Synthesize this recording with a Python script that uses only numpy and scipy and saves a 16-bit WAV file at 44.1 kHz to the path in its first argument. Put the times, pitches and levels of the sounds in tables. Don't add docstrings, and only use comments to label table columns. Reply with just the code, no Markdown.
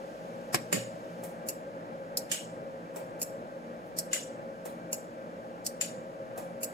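import sys
import numpy as np
from scipy import signal
from scipy.fft import rfft, irfft, next_fast_len
from scipy.io import wavfile
from scipy.ndimage import uniform_filter1d, map_coordinates

SR = 44100
rng = np.random.default_rng(int(sys.argv[2]) if len(sys.argv) > 2 else 0)


def int16_out(signal):
    q = np.round(np.clip(np.atleast_2d(signal).T, -1, 1) * 32767)
    wavfile.write(sys.argv[1], SR, q.astype(np.int16))


def magnitude_from_level(level_db):
    exponent = np.asarray(level_db, float) / 20
    return 10 ** exponent


N = 296793
CLICK_N = 22050
AHEAD_N = 2000
SPACING_N = 20
JOINT_HZ, TOP_HZ = 6300, 15900
FAN_DB, HISS_DB = -43, -68
EARLY_DB, SETTLE_S, SETTLE_SPREAD_S = 4, 1.3, 0.037

# f/Hz, density/(dB per Hz)
FAN_COLOUR = [(32, -42), (55, -20), (85, -35), (103, -16.5), (167, -10.5), (202, -10.5), (233, -10.5),
              (353, -10.5), (385, -13.5), (545, -1.5), (595, -7), (827, -15), (1020, -14.5), (1570, -18.5),
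              (3500, -42), (4550, -45), (7700, -120)]
# f/Hz, width/Hz, level/dB
DUCT_MODES = [(119.2, 8.2, 7.5), (171.9, 16.6, 11), (230.7, 14.4, 10.5), (306.5, 66, 4), (539.5, 29, 7),
              (636, 20.4, 8.5), (824, 28, 8.5), (1580, 15.5, 9), (2330, 34, 11.5)]
# f/Hz, density/(dB per Hz)
HISS_COLOUR = [(1470, -51), (2500, 2), (3710, -4.5), (4410, -5), (7030, -5.5), (9130, -13), (11500, -11),
               (15700, -23), (16500, -37.5)]
# f/Hz, share/1
AIR_SHARE = [(60, .82), (170, .88), (300, .86), (450, .72), (540, .9), (700, .55), (1000, .9), (1300, .85),
             (1900, .5), (3000, .2), (8000, .15)]
# f/Hz, phase/rad
AIR_LEAD = [(30, .05), (400, .2), (540, .35), (700, 1.1), (850, 2.1), (1000, 3), (1500, 3.6), (2240, 6.6),
            (3500, 6)]
# f/Hz, level/dB
AIR_BALANCE = [(200, 0), (500, 1), (1600, 1.2), (2100, -1.5), (3500, 1), (6000, .2)]
# f/Hz, level/dB rms
MAINS_LINES = [(45, -74.5)]
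# t/s, level/dB, length/s
HAND_BRUSH = [
    (3.874, -65, .05),
]

# t/s, peak level/dB, bench knock re peak/dB, noise swell ahead/s, brightness/(dB per octave)
PRESS_EVENTS = [
    (0.5439, -16.5, -20.5, 0.021, -2.5),
    (2.171, -18.5, -58, 0.0034, 1.5),
    (3.986, -20, -45.5, .025, 2.5),
    (5.6634, -20.5, -55, .021, 1.5),
]
PULL_EVENTS = [
    (0.7265, -23.5, 2, 0.015, 0.073),
    (2.3153, -23.5, -35, 0.025, 0.1),
    (4.131, -23, -39, 0.024, 0.1),
    (5.8112, -24, -18, 0.011, 0.16),
]
RELEASE_EVENTS = [
    (1.237, -36.5, 9, 0.02, 0.1),
    (2.9614, -37.5, 12.5, 0.029, 0.1),
    (4.655, -37.5, 11, 0.015, 0.1),
    (6.377, -37.5, 12, 0.022, 0.1),
]
DROP_EVENTS = [
    (1.487, -25.5, -14, 0.028, 0.1),
    (3.2163, -25.5, -15, 0.028, 0.1),
    (4.9292, -25, -10.5, 0.019, 0.1),
    (6.6313, -25, -17.5, 0.028, 0.1),
]

# t after first/s, level/dB
PRESS_CONTACTS = [
    (0, -8),
    (.0013, 3),
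    (.003, -5),
    (.0055, -10),
    (.009, -14),
]
PULL_CONTACTS = [
    (0, 4),
    (.0012, 2),
    (.0028, -4),
    (.009, -9),
    (.017, -13),
    (.026, -14),
    (.055, -20),
]
RELEASE_CONTACTS = [
    (-.002, -8),
    (0, 1),
    (.003, 0),
    (.007, -3),
    (.012, -5),
    (.018, -7),
]
DROP_CONTACTS = [
    (0, 2),
    (.0015, 1),
    (.0055, 1),
    (.009, -4),
    (.013, -1),
    (.017, -6),
]

# f/Hz, density/(dB per Hz)
PRESS_CRACK = [(1470, -37), (2500, -16), (3270, -22), (3680, -19.5), (4700, -4.5), (5900, -3.5),
               (6400, -8.5), (7980, -1), (8770, -4.5), (14000, -11.5), (15700, -22.5), (16500, -34.5)]
PULL_CRACK = [(590, -70), (1000, -17), (1950, -6), (2680, -2.5), (2910, 4), (3160, -5.5), (4820, -6.5),
              (7010, -3.5), (8360, -4.5), (14000, -15), (15900, -32), (16500, -68)]
RELEASE_CRACK = [(3120, -6), (5300, -7.5), (9020, 1.5), (10100, 1), (15100, -4.5), (16100, -9),
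                 (16500, -37)]
DROP_CRACK = [(1290, -57), (2200, -21), (2760, -6), (3240, -31), (4540, -8.5), (6360, -7), (7040, 1),
              (8840, -4.5), (10700, 0), (12500, -5), (13600, -5), (16000, -15), (16500, -36.5)]

# f/Hz, level/dB, t60/s
PRESS_MODES = [(5300, -2, 0.026), (5610, -20, 0.13), (6750, -7.5, 0.038), (7730, -20, 0.043),
               (8100, -15.5, 0.074), (9700, -4, 0.029), (11800, -22, 0.15), (13500, -3.5, 0.023)]
PULL_MODES = [(2480, -24, 0.06), (2810, -30, 0.04), (4650, -15, 0.076), (5420, -20, 0.091),
              (6870, -7, 0.26), (7180, 5.5, 0.05), (7500, -20, 0.21), (8100, -17, 0.43), (7800, -10, 0.28),
              (8800, -4.5, 0.15), (9220, -18, 0.21), (9460, -14.5, 0.19), (11900, -11, 0.1),
              (13800, -19, 0.13)]
RELEASE_MODES = [(5800, -4, 0.027), (7460, -3, 0.033), (8700, 0, 0.065), (11900, -11, 0.053)]
DROP_MODES = [(5400, -13, 0.061), (6920, -5.5, 0.035), (7230, -14, 0.034), (7860, -18, 0.23),
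              (9500, -19, .04), (10540, -8, 0.057), (12100, -20, .06), (14100, -6, .04)]

# f/Hz, density/(dB per Hz)
PRESS_BENCH = [(71, -43), (120, -7.5), (358, -3.5), (823, 1), (958, -8), (1260, 0.5), (1440, -6.5),
               (1870, -1.5), (3030, -16), (4500, -20), (5850, -46), (9900, -120)]
PULL_BENCH = [(82, -46), (140, -20), (214, -9.5), (461, -10.5), (620, -10), (781, -13), (983, -18),
              (1370, -15.5), (3000, -19), (3900, -67), (6600, -120)]
SOFT_BENCH = [(150, -83), (350, -5), (550, 8), (900, -2.5), (1500, -15.5), (2500, -20.5), (3500, -35)]

# f/Hz, t60/s
BENCH_DECAY = [(110, 0.19), (180, 0.16), (400, 0.031), (1500, 0.047), (4000, 0.098)]
# f/Hz, t60/s
ROOM_DECAY = [(1000, 0.29), (3000, 0.33), (7500, 0.39), (11000, 0.29), (16000, 0.2)]
# t/s, f/Hz, level/dB, t60/s
BENCH_THUDS = [
    (.76, 118, -39, 0.61),
    (.727, 186, -23, 0.17),
    (.546, 338, -22, 0.063),
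]
# f/Hz, width/Hz, level/dB
BENCH_REFLECTION = [(6200, 500, -2), (8620, 340, -8.5), (9950, 460, -4), (12800, 610, -1.5),
                    (14900, 450, 4), (16400, 900, -3)]


def along(points, hz):
    f, v = np.transpose(points)
    return np.interp(np.log(hz + 1), np.log(f + 1), v)


def bells(table, hz):
    return sum(db / (1 + ((hz - c) / (w / 2)) ** 2) for c, w, db in table)


def unit(x):
    return x / np.sqrt(np.mean(x ** 2) + 1e-20)


def filtered(x, response):
    m = next_fast_len(x.shape[-1] + 8192)
    spectrum = rfft(x, m) * response(np.fft.rfftfreq(m, 1 / SR))
    return irfft(spectrum, m)[..., :x.shape[-1]]


def wobble(rate_hz, count=N):
    knots = rng.standard_normal(int(count * rate_hz / SR) + 4)
    return map_coordinates(knots, [np.arange(count) * rate_hz / SR])


def pair(alike, count):
    a, b = rng.standard_normal((2, count))
    turn = np.arccos(np.clip(alike, -1, 1)) / 2
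    return np.array([np.cos(turn) * a + np.sin(turn) * b, np.cos(turn) * a - np.sin(turn) * b])


def air(colour):
    shared, left, right = rng.standard_normal((3, N))

    def share(hz):
        return np.clip(along(AIR_SHARE, hz), 0, 1)

    def turn(hz):
        return np.exp(.5j * along(AIR_LEAD, hz) * [[1], [-1]])

    both = filtered(shared, lambda hz: colour(hz) * np.sqrt(share(hz)) * turn(hz))
    both = both + filtered(np.array([left, right]), lambda hz: colour(hz) * np.sqrt(1 - share(hz)))
    both = filtered(both, lambda hz: magnitude_from_level(along(AIR_BALANCE, hz) / 2 * [[1], [-1]]))
    return both / np.sqrt(np.mean(both.mean(axis=0) ** 2))


def fan():
    t = np.arange(N) / SR
    drone = air(lambda hz: magnitude_from_level(along(FAN_COLOUR, hz) + bells(DUCT_MODES, hz)))
    drone = drone * magnitude_from_level(FAN_DB + 0.74 * wobble(7))
    early_db = EARLY_DB / (1 + np.exp((t - SETTLE_S) / SETTLE_SPREAD_S))
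    hiss = air(lambda hz: magnitude_from_level(along(HISS_COLOUR, hz))) * magnitude_from_level(HISS_DB + early_db)
    mains = sum(magnitude_from_level(db) * np.sqrt(2) * np.sin(2 * np.pi * hz * t + .3 * wobble(3)) for hz, db in MAINS_LINES)
    stroke = sum(magnitude_from_level(db) * np.exp(-((t - at) / (length / 2)) ** 2) for at, db, length in HAND_BRUSH)
    brush = stroke * filtered(pair(.5, count=N), lambda hz: hz ** 2 / (hz ** 2 + 6600.0 ** 2))
    return drone + mains + hiss + brush


def causal(x, colour, size=2048):
    gain = magnitude_from_level(along(colour, np.fft.rfftfreq(size, 1 / SR)))
    cepstrum = irfft(np.log(np.maximum(gain, 1e-4)))
    cepstrum[1:size // 2] *= 2
    cepstrum[size // 2 + 1:] = 0
    kernel = irfft(np.exp(rfft(cepstrum)))
    return signal.fftconvolve(x, kernel[None] / np.linalg.norm(kernel), axes=1)[:, :x.shape[1]]


def patchy(x, depth_db):
    z = signal.stft(x, nperseg=256)[2]
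    field = uniform_filter1d(rng.standard_normal(z.shape[1:]), size=3, axis=0)
    field = uniform_filter1d(field, size=5, axis=1)
    return signal.istft(z * magnitude_from_level(depth_db * unit(field)), nperseg=256)[1][:, :x.shape[1]]


def dying(t60s, alike):
    hz, t, z = signal.stft(pair(alike, count=CLICK_N), SR, nperseg=256)
    decay = magnitude_from_level(-60 * t / along(t60s, hz)[:, None])
    tail = signal.istft(z * decay, SR, nperseg=256)[1][:, :CLICK_N]
    return tail / np.linalg.norm(tail[0])


def echoes(x):
    tail = dying(ROOM_DECAY, alike=.25) * (1 - np.exp(-np.arange(CLICK_N) / SR / .007))
    return signal.fftconvolve(x, tail, axes=1)[:, :CLICK_N]


def ringing(modes, contacts, t, scatter_db, rough):
    hz, db, t60_s = np.transpose(modes)[..., None]
    energy = sum(magnitude_from_level(hit_db - 60 * np.abs(t - s) / t60_s) ** 2 * np.clip((t - s) / 0.00016, 0, 1)
                 for s, hit_db in contacts)
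    size = magnitude_from_level(db + scatter_db * rng.standard_normal((2, len(modes), 1))) * np.sqrt(energy)
    wander = rough * np.cumsum(rng.standard_normal((2, len(modes), len(t))), axis=2)
    cycles = hz * t + rng.random((2, len(modes), 1))
    return (size * np.sin(2 * np.pi * cycles + wander)).sum(axis=1)


def clicks(events, contacts, colour, modes, bench_colour, crack_t60_s, rattle_t60_s, push_s, rattle_db, lead_db,
           pan_db, size_db, ring_db, knock_db, wet_db, gain_db, alike, rough):
    out = np.zeros((2, N + CLICK_N))
    t = (np.arange(CLICK_N) - AHEAD_N) / SR
    for s, db, bench_db, lead_s, tilt_db in events:
        blows = np.array(contacts) + [0, 1.2] * rng.standard_normal((len(contacts), 1))
        shake = 0
        for at, hit_db in blows:
            crack = magnitude_from_level(hit_db - 60 * np.abs(t - at) / crack_t60_s) ** 2
            rattle = magnitude_from_level(hit_db + rattle_db - 60 * np.abs(t - at) / rattle_t60_s) ** 2
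            shake = shake + (crack + rattle) * (t >= at)
        click = causal(np.sqrt(shake) * patchy(pair(alike, count=CLICK_N), depth_db=3), colour)
        click = click * magnitude_from_level(1.1 * np.clip(t / 0.0045, 0, 1) * wobble(147.3, count=CLICK_N))
        ring = magnitude_from_level(ring_db) * ringing(modes, blows, t, scatter_db=3, rough=rough)

        tilt = [(2000, -2 * tilt_db), (16000, tilt_db)]
        click, ring = causal(click, tilt), causal(ring, tilt)
        scale = magnitude_from_level(size_db) / np.linalg.norm((click + ring).mean(axis=0))
        click, ring = click * scale, ring * scale

        knock = causal(dying(BENCH_DECAY, alike=0.46), bench_colour)
        knock = np.pad(knock, ((0, 0), (AHEAD_N, 0)))[:, :CLICK_N]
        knock[1] = np.roll(knock[1], SPACING_N)
        click = click + magnitude_from_level(bench_db + knock_db + 29.0) * knock * np.clip(t / push_s, 0, 1)

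        room = patchy(echoes(click + ring / 3), depth_db=3)
        click = (click + ring) * magnitude_from_level([[pan_db / 2], [-pan_db / 2]]) + magnitude_from_level(wet_db) * room

        swell = np.clip((lead_s + t) / 0.011, 0, 1) * (t < 0) * (1 + 1.7 * np.exp(-np.abs(t) / 0.0042))
        smear = causal(pair(alike, count=CLICK_N), colour)
        low_smear = causal(pair(alike, count=CLICK_N), bench_colour)
        smear = smear + magnitude_from_level(bench_db + knock_db + 4.0) * low_smear
        start = round(s * SR) - AHEAD_N
        out[:, start:start + CLICK_N] += magnitude_from_level(db + gain_db) * (click + magnitude_from_level(lead_db) * swell * smear)
    return out[:, :N]


def switch():
    down = clicks(PRESS_EVENTS, PRESS_CONTACTS, PRESS_CRACK, PRESS_MODES, PRESS_BENCH,
                  crack_t60_s=0.0026, rattle_t60_s=0.065, push_s=.0015, rattle_db=-10.5, lead_db=-25.5,
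                  pan_db=-0.5, size_db=15.5, ring_db=-7.5, knock_db=14, wet_db=-15.0, gain_db=1.86,
                  alike=0.083, rough=.11)
    up = clicks(RELEASE_EVENTS, RELEASE_CONTACTS, RELEASE_CRACK, RELEASE_MODES, SOFT_BENCH,
                crack_t60_s=0.0085, rattle_t60_s=0.042, push_s=0.011, rattle_db=-5, lead_db=-25,
                pan_db=-.3, size_db=23, ring_db=-1.0, knock_db=-0.5, wet_db=0, gain_db=-3.5,
                alike=0.97, rough=.13)
    return down + up


def bench():
    t = np.arange(N) / SR
    out = np.zeros(N)
    for s, hz, db, t60_s in BENCH_THUDS:
        since = np.maximum(t - s, 0)
        onset = 1 - np.exp(-since / 0.0099)
        out += magnitude_from_level(db - 60 * since / t60_s) * np.sin(2 * np.pi * hz * since) * onset
    return out


def armature():
    pull = clicks(PULL_EVENTS, PULL_CONTACTS, PULL_CRACK, PULL_MODES, PULL_BENCH,
                  crack_t60_s=0.0034, rattle_t60_s=0.17, push_s=0.0017, rattle_db=-10.5, lead_db=-25,
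                  pan_db=-0.2, size_db=25, ring_db=-4.5, knock_db=-3.5, wet_db=-2.5, gain_db=-1.0,
                  alike=0.051, rough=.14)
    drop = clicks(DROP_EVENTS, DROP_CONTACTS, DROP_CRACK, DROP_MODES, SOFT_BENCH,
                  crack_t60_s=0.0028, rattle_t60_s=0.027, push_s=.004, rattle_db=-6.5, lead_db=-27,
                  pan_db=-1.0, size_db=18.0, ring_db=-9.0, knock_db=-2.5, wet_db=-13.0, gain_db=2.5,
                  alike=-0.19, rough=.07)
    return pull + drop


def scene():
    contacts = filtered(switch() + armature(), lambda hz: magnitude_from_level(bells(BENCH_REFLECTION, hz)))
    return fan() + contacts + bench()


def joint(x, rise_db, size=6):
    mid, side = (x[0] + x[1]) / 2, (x[0] - x[1]) / 2
    hz, _, z = signal.stft(side, SR, nperseg=1024)
    power = uniform_filter1d(np.abs(z) ** 2, size=25, axis=0)
    level_db = 10 * np.log10(np.abs(power) + 1e-20)
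    earlier_db = np.pad(level_db, ((0, 0), (size, 0)), mode="edge")[:, :level_db.shape[1]]
    keep = np.where(hz[:, None] > JOINT_HZ, np.clip(level_db - earlier_db - rise_db, 0, 1), 1)
    side = signal.istft(z * keep, SR, nperseg=1024)[1][:N]
    return np.array([mid + side, mid - side])


def low_pass(x):
    return signal.sosfilt(signal.butter(12, 16990, fs=SR, output="sos"), x)


def record(dry):
    x = filtered(dry, lambda hz: 1 / (1 + (hz / TOP_HZ) ** 90) / np.sqrt(1 + (36 / (hz + 1)) ** 8))
    mix = joint(x, rise_db=16.5)
    return low_pass(mix)


dry = scene()
out = record(dry)
int16_out(out)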